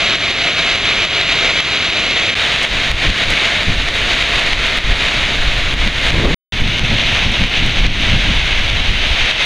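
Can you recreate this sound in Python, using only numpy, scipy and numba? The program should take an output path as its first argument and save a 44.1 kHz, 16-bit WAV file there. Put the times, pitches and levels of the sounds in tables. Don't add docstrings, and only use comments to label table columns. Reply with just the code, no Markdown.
import sys
import numpy as np
from scipy import signal
from scipy.fft import rfft, irfft, next_fast_len
from scipy.io import wavfile
from scipy.ndimage import uniform_filter1d, map_coordinates
from numba import njit

SR = 44100
rng = np.random.default_rng(int(sys.argv[2]) if len(sys.argv) > 2 else 0)


def pcm_store(signal):
    levels = np.round(np.clip(np.atleast_2d(signal), -1, 1) * 32767)
    wavfile.write(sys.argv[1], SR, levels.astype(np.int16).T)


N = 416744
TIME = np.arange(N) / SR
TOP_HZ = 15700

# (start [s], end [s], lag of left channel [samples])
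PLACES = [(0, 2.344, 1), (2.352, 6.3445, 0), (6.523, 9.46, 0)]

# (frequency [Hz], density [dB per Hz])
RUMBLE_SPECTRUM = [(10, -20.5), (25, 4.5), (60, -1), (95, 0), (130, -1.5), (300, -4.5), (420, -9),
                   (800, -44)]

# (frequency [Hz], density [dB per Hz])
BUFFET_SPECTRUM = [(3, -11.5), (10, 3.5), (20, 4), (35, 0), (60, -3), (110, -15), (220, -29), (600, -82)]
FLUTTER_SPECTRUM = [(40, -32.5), (90, 3.5), (135, 1), (230, -4.5), (380, -17.5), (700, -23), (2000, -76)]
ROAR_SPECTRUM = [(100, -35.5), (250, 2.5), (480, -0.5), (700, -9.5), (1100, -8), (2500, -52)]
# (time [s], buffet level [dB], flutter level [dB])
BREEZE = [(2.5, -38, -48), (3.0, -26.5, -32), (3.5, -37, -36), (3.95, -19.5, -48), (4.4, -24, -33),
          (4.6, -18, -38), (5.15, -25.5, -36.5), (5.6, -16, -42), (6.55, -23, -32), (7.1, -21.5, -26.5),
          (7.5, -26.5, -39), (8.0, -17.5, -23), (8.65, -14.5, -42), (9.45, -30, -54)]
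# (time [s], length [s], buffet level [dB], flutter level [dB])
GUSTS = [(2.717, 0.079, -25, -37), (2.91, 0.038, -14, -31), (3.063, 0.036, -11, -20),
         (3.275, 0.022, -17.5, -29.5), (3.678, 0.02, -16.5, -20.5), (3.792, 0.044, -19.5, -41),
         (4.848, 0.078, -10.5, -28), (5.393, 0.092, -19, -48), (5.731, 0.013, -21.5, -24.5),
         (5.871, 0.015, -20, -18), (6.133, 0.2, -17, -17.5), (6.617, 0.051, -19, -23),
         (6.8, 0.042, -18, -22), (6.912, 0.034, -28, -20.5), (7.267, 0.06, -18.5, -21.5),
         (7.409, 0.03, -12.5, -16.5), (7.59, 0.1, -20, -20.5), (7.813, 0.096, -13.5, -23.5),
         (8.12, 0.041, -27.5, -23), (8.262, 0.048, -25.5, -25), (8.719, 0.077, -14, -31),
         (8.878, 0.045, -16, -27.5), (9.08, 0.029, -17, -46), (9.21, 0.04, -20.5, -47)]
# (time [s], length [s], level [dB])
ROARING_GUST = (6.18, 0.13, -18)
GUST_RISE_DB_PER_S, GUST_FALL_DB_PER_S = 604, 451
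ROAR_RISE_DB_PER_S = 140

# (frequency [Hz], level [dB])
BRIGHT_SPECTRUM = [(1500, -36), (5000, -0.5), (8000, 7), (10000, -1.5), (15500, -13)]
# (time [s], level [dB])
TICKS = [(2.6304, -25), (3.3034, -21), (4.4952, -36), (4.6654, -32.5), (4.7721, -28), (4.9048, -35),
         (5.5814, -36), (6.1315, -31), (6.7924, -32), (7.3178, -33), (7.426, -36), (7.6615, -27),
         (8.0094, -36)]

# (time [s], level [dB])
POUR = [(0, -15), (0.7, -15.5), (1.4, -14), (1.85, -16), (2.45, -14.5), (2.75, -17), (3.4, -14),
        (3.75, -19), (4.3, -14), (4.9, -17), (5.07, -15), (5.5, -18.5), (6.08, -16.5), (6.55, -19.5),
        (7.08, -15.5), (7.5, -17.5), (8.35, -16), (8.95, -17.5), (9.3, -14)]
# (time [s], peak level [dB])
KNOCKS = [(0.0982, -1), (0.1563, 2.5), (0.3141, -1.5), (0.5926, -4), (0.7587, 0), (1.0523, 0),
          (1.6062, 2.5), (1.9005, -1.5), (1.97, -2), (2.3042, 0.5), (2.5615, 0), (2.651, 0), (2.9165, 2),
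          (3.103, -0.5), (3.2379, 0.5), (3.6324, -0.5), (3.8872, -1), (4.396, 1), (4.5335, 0),
          (4.787, -0.5), (5.356, -3.5), (5.74, -1), (5.8766, 0.5), (6.1047, 0), (6.795, -1.5), (7.4387, 1),
          (7.8666, 0), (8.7004, -2.5)]
# (frequency [Hz], gain [dB])
AIR = [(7000, 0), (10000, -2), (12000, -7), (15500, -10)]
# (frequency [Hz], density [dB per Hz])
LAWN_SPLASH = [(180, -27.5), (300, -10.5), (391, -6.5), (543, -6), (674, -2.5), (794, -8.5), (937, -10.5),
               (1120, -6), (1750, -3.5), (2210, 3), (3810, -0.5), (5210, -14.5), (6460, -17.5),
               (8560, -32.5), (15500, -50)]
BENCH_SPLASH = [(180, -28), (300, -14.5), (417, -9), (685, -4.5), (769, -8.5), (953, -9), (1260, -7),
                (2140, 1), (3450, -2), (3750, -2), (4960, -15), (6790, -21.5), (7880, -29.5), (9140, -32.5),
                (15500, -58)]
RAILING_SPLASH = [(240, -39), (400, -14), (623, -8), (683, -8.5), (1150, -11.5), (1910, -4), (2120, -1),
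                  (2970, -1), (3740, -3.5), (4840, -16.5), (6190, -20), (7320, -31), (9500, -38),
                  (11200, -50), (15500, -56)]

# (frequency [Hz], width [Hz], gain [dB])
HOUSING = [(686, 33, 2), (800, 80, -1.5), (2214, 53, 1), (3770, 133, 2), (5480, 710, -2), (6360, 770, 2.5),
           (9950, 1500, 4)]


def amp(db):
    return 10 ** (np.asarray(db) / 20)


def unit(x):
    return x / np.sqrt(np.mean(x ** 2) + 1e-20)


def curves(rows):
    times, *columns = np.transpose(rows)
    return [np.interp(TIME, times, column) for column in columns]


def wobble(rate):
    knots = rng.standard_normal(int(N * rate / SR) + 4)
    return map_coordinates(knots, [TIME * rate])


def filtered(x, response):
    size = next_fast_len(N + 8192)
    gains = response(np.fft.rfftfreq(size, 1 / SR))
    return irfft(rfft(x, size) * gains, size)[..., :N]


def pulse(spectrum, size=8192):
    hz, db = np.transpose(spectrum)
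    grid = np.fft.rfftfreq(size, 1 / SR)
    magnitude = amp(np.interp(np.log(grid + 1), np.log(hz + 1), db))
    cepstrum = irfft(np.log(magnitude))
    cepstrum[1:size // 2] *= 2
    cepstrum[size // 2 + 1:] = 0
    shape = irfft(np.exp(rfft(cepstrum)))
    return shape / np.linalg.norm(shape)


def noise(spectrum):
    white = rng.standard_normal(N)
    return unit(signal.fftconvolve(white, pulse(spectrum))[:N])


def impacts(per_second, spread_db):
    falls = rng.random(N) < per_second / SR
    sizes = amp(spread_db * np.minimum(rng.exponential(size=N), 4))
    signs = rng.choice([-1, 1], N)
    return unit(falls * sizes * signs)


def rumble():
    return amp(-29) * noise(RUMBLE_SPECTRUM)


def gust(start, length, rise_db_per_s):
    early = np.maximum(start - TIME, 0)
    late = np.maximum(TIME - start - length, 0)
    return amp(-rise_db_per_s * early - GUST_FALL_DB_PER_S * late)


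def wind():
    buffet, flutter = amp(curves(BREEZE))
    for start, length, buffet_db, flutter_db in GUSTS:
        swell = gust(start, length, GUST_RISE_DB_PER_S)
        buffet = buffet + amp(buffet_db) * swell
        flutter = flutter + amp(flutter_db) * swell
    start, length, roar_db = ROARING_GUST
    roar = amp(roar_db) * gust(start, length, ROAR_RISE_DB_PER_S)
    blowing = buffet * noise(BUFFET_SPECTRUM)
    blowing += flutter * noise(FLUTTER_SPECTRUM)
    blowing += roar * noise(ROAR_SPECTRUM)
    eddies = amp(1.3 * wobble(24))
    from_bench_on = TIME > PLACES[1][0]
    return from_bench_on * eddies * blowing


def ticks():
    bursts = np.zeros(N)
    t = TIME[:SR // 20]
    for start, db in TICKS:
        burst = amp(-60 * t / 0.018) * rng.standard_normal(len(t))
        bursts[round(start * SR):][:len(t)] += amp(db - 3) * burst
    return signal.fftconvolve(bursts, pulse(BRIGHT_SPECTRUM))[:N]


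def spray():
    pour_db = curves(POUR)[0]
    flurries_db = 1.6 * (pour_db - pour_db.mean()) + 3 * wobble(11) + 3.5 * wobble(70)
    patter = unit(amp(flurries_db) * impacts(per_second=590, spread_db=1.0))
    from_bench_on = TIME > PLACES[1][0]
    hits = amp(-53.5) * patter * from_bench_on
    return signal.fftconvolve(hits, pulse(BRIGHT_SPECTRUM))[:N]


def rain(splash_spectrum):
    splash = pulse(splash_spectrum)
    far = filtered(rng.standard_normal(N), lambda hz: amp(np.interp(hz, *np.transpose(AIR))))
    near = amp(-6.0) * impacts(per_second=1100, spread_db=3.0)
    sheets = amp(0.87 * wobble(34))
    pour = amp(curves(POUR)[0] - 0.46)
    hits = pour * sheets * (far + near)
    for start, db in KNOCKS:
        hits[round(start * SR)] += amp(db) / np.abs(splash).max()
    return signal.fftconvolve(hits, splash)[:N]


def housing(x):
    def response(f):
        return amp(sum(db * np.exp(-2 * ((f - hz) / width) ** 2) for hz, width, db in HOUSING))
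    return filtered(x, response)


def scene():
    around = rumble() + wind() + ticks() + spray()
    out = np.zeros((2, N))
    splashes = (LAWN_SPLASH, BENCH_SPLASH, RAILING_SPLASH)
    for (start, end, left_lag), splash_spectrum in zip(PLACES, splashes):
        inside = (TIME >= start) & (TIME < end)
        present = uniform_filter1d(1. * inside, size=6)
        place = housing(rain(splash_spectrum) + around) * present
        out += [np.roll(place, left_lag), place]
    return out


@njit
def peak_hold(level, ceiling, hold, fall):
    out, held, wait = np.empty(len(level)), ceiling, 0.
    for i in range(len(level)):
        wait -= 1
        if level[i] > held:
            held, wait = level[i], hold
        elif wait < 0:
            held = max(ceiling, held * fall)
        out[i] = held
    return out


def limiter(x, ceiling_db, hold_s, release_db_per_s):
    ceiling = float(amp(ceiling_db))
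    level = np.abs(x).max(axis=0)
    fall = float(amp(-release_db_per_s / SR))
    held = peak_hold(level, ceiling, float(hold_s * SR), fall)
    return x * uniform_filter1d(ceiling / held, size=3)


def record(dry):
    limited = limiter(dry, ceiling_db=-2.04, hold_s=0.031, release_db_per_s=61)
    return filtered(limited, lambda hz: hz < TOP_HZ)


dry = scene()
out = record(dry)
pcm_store(out)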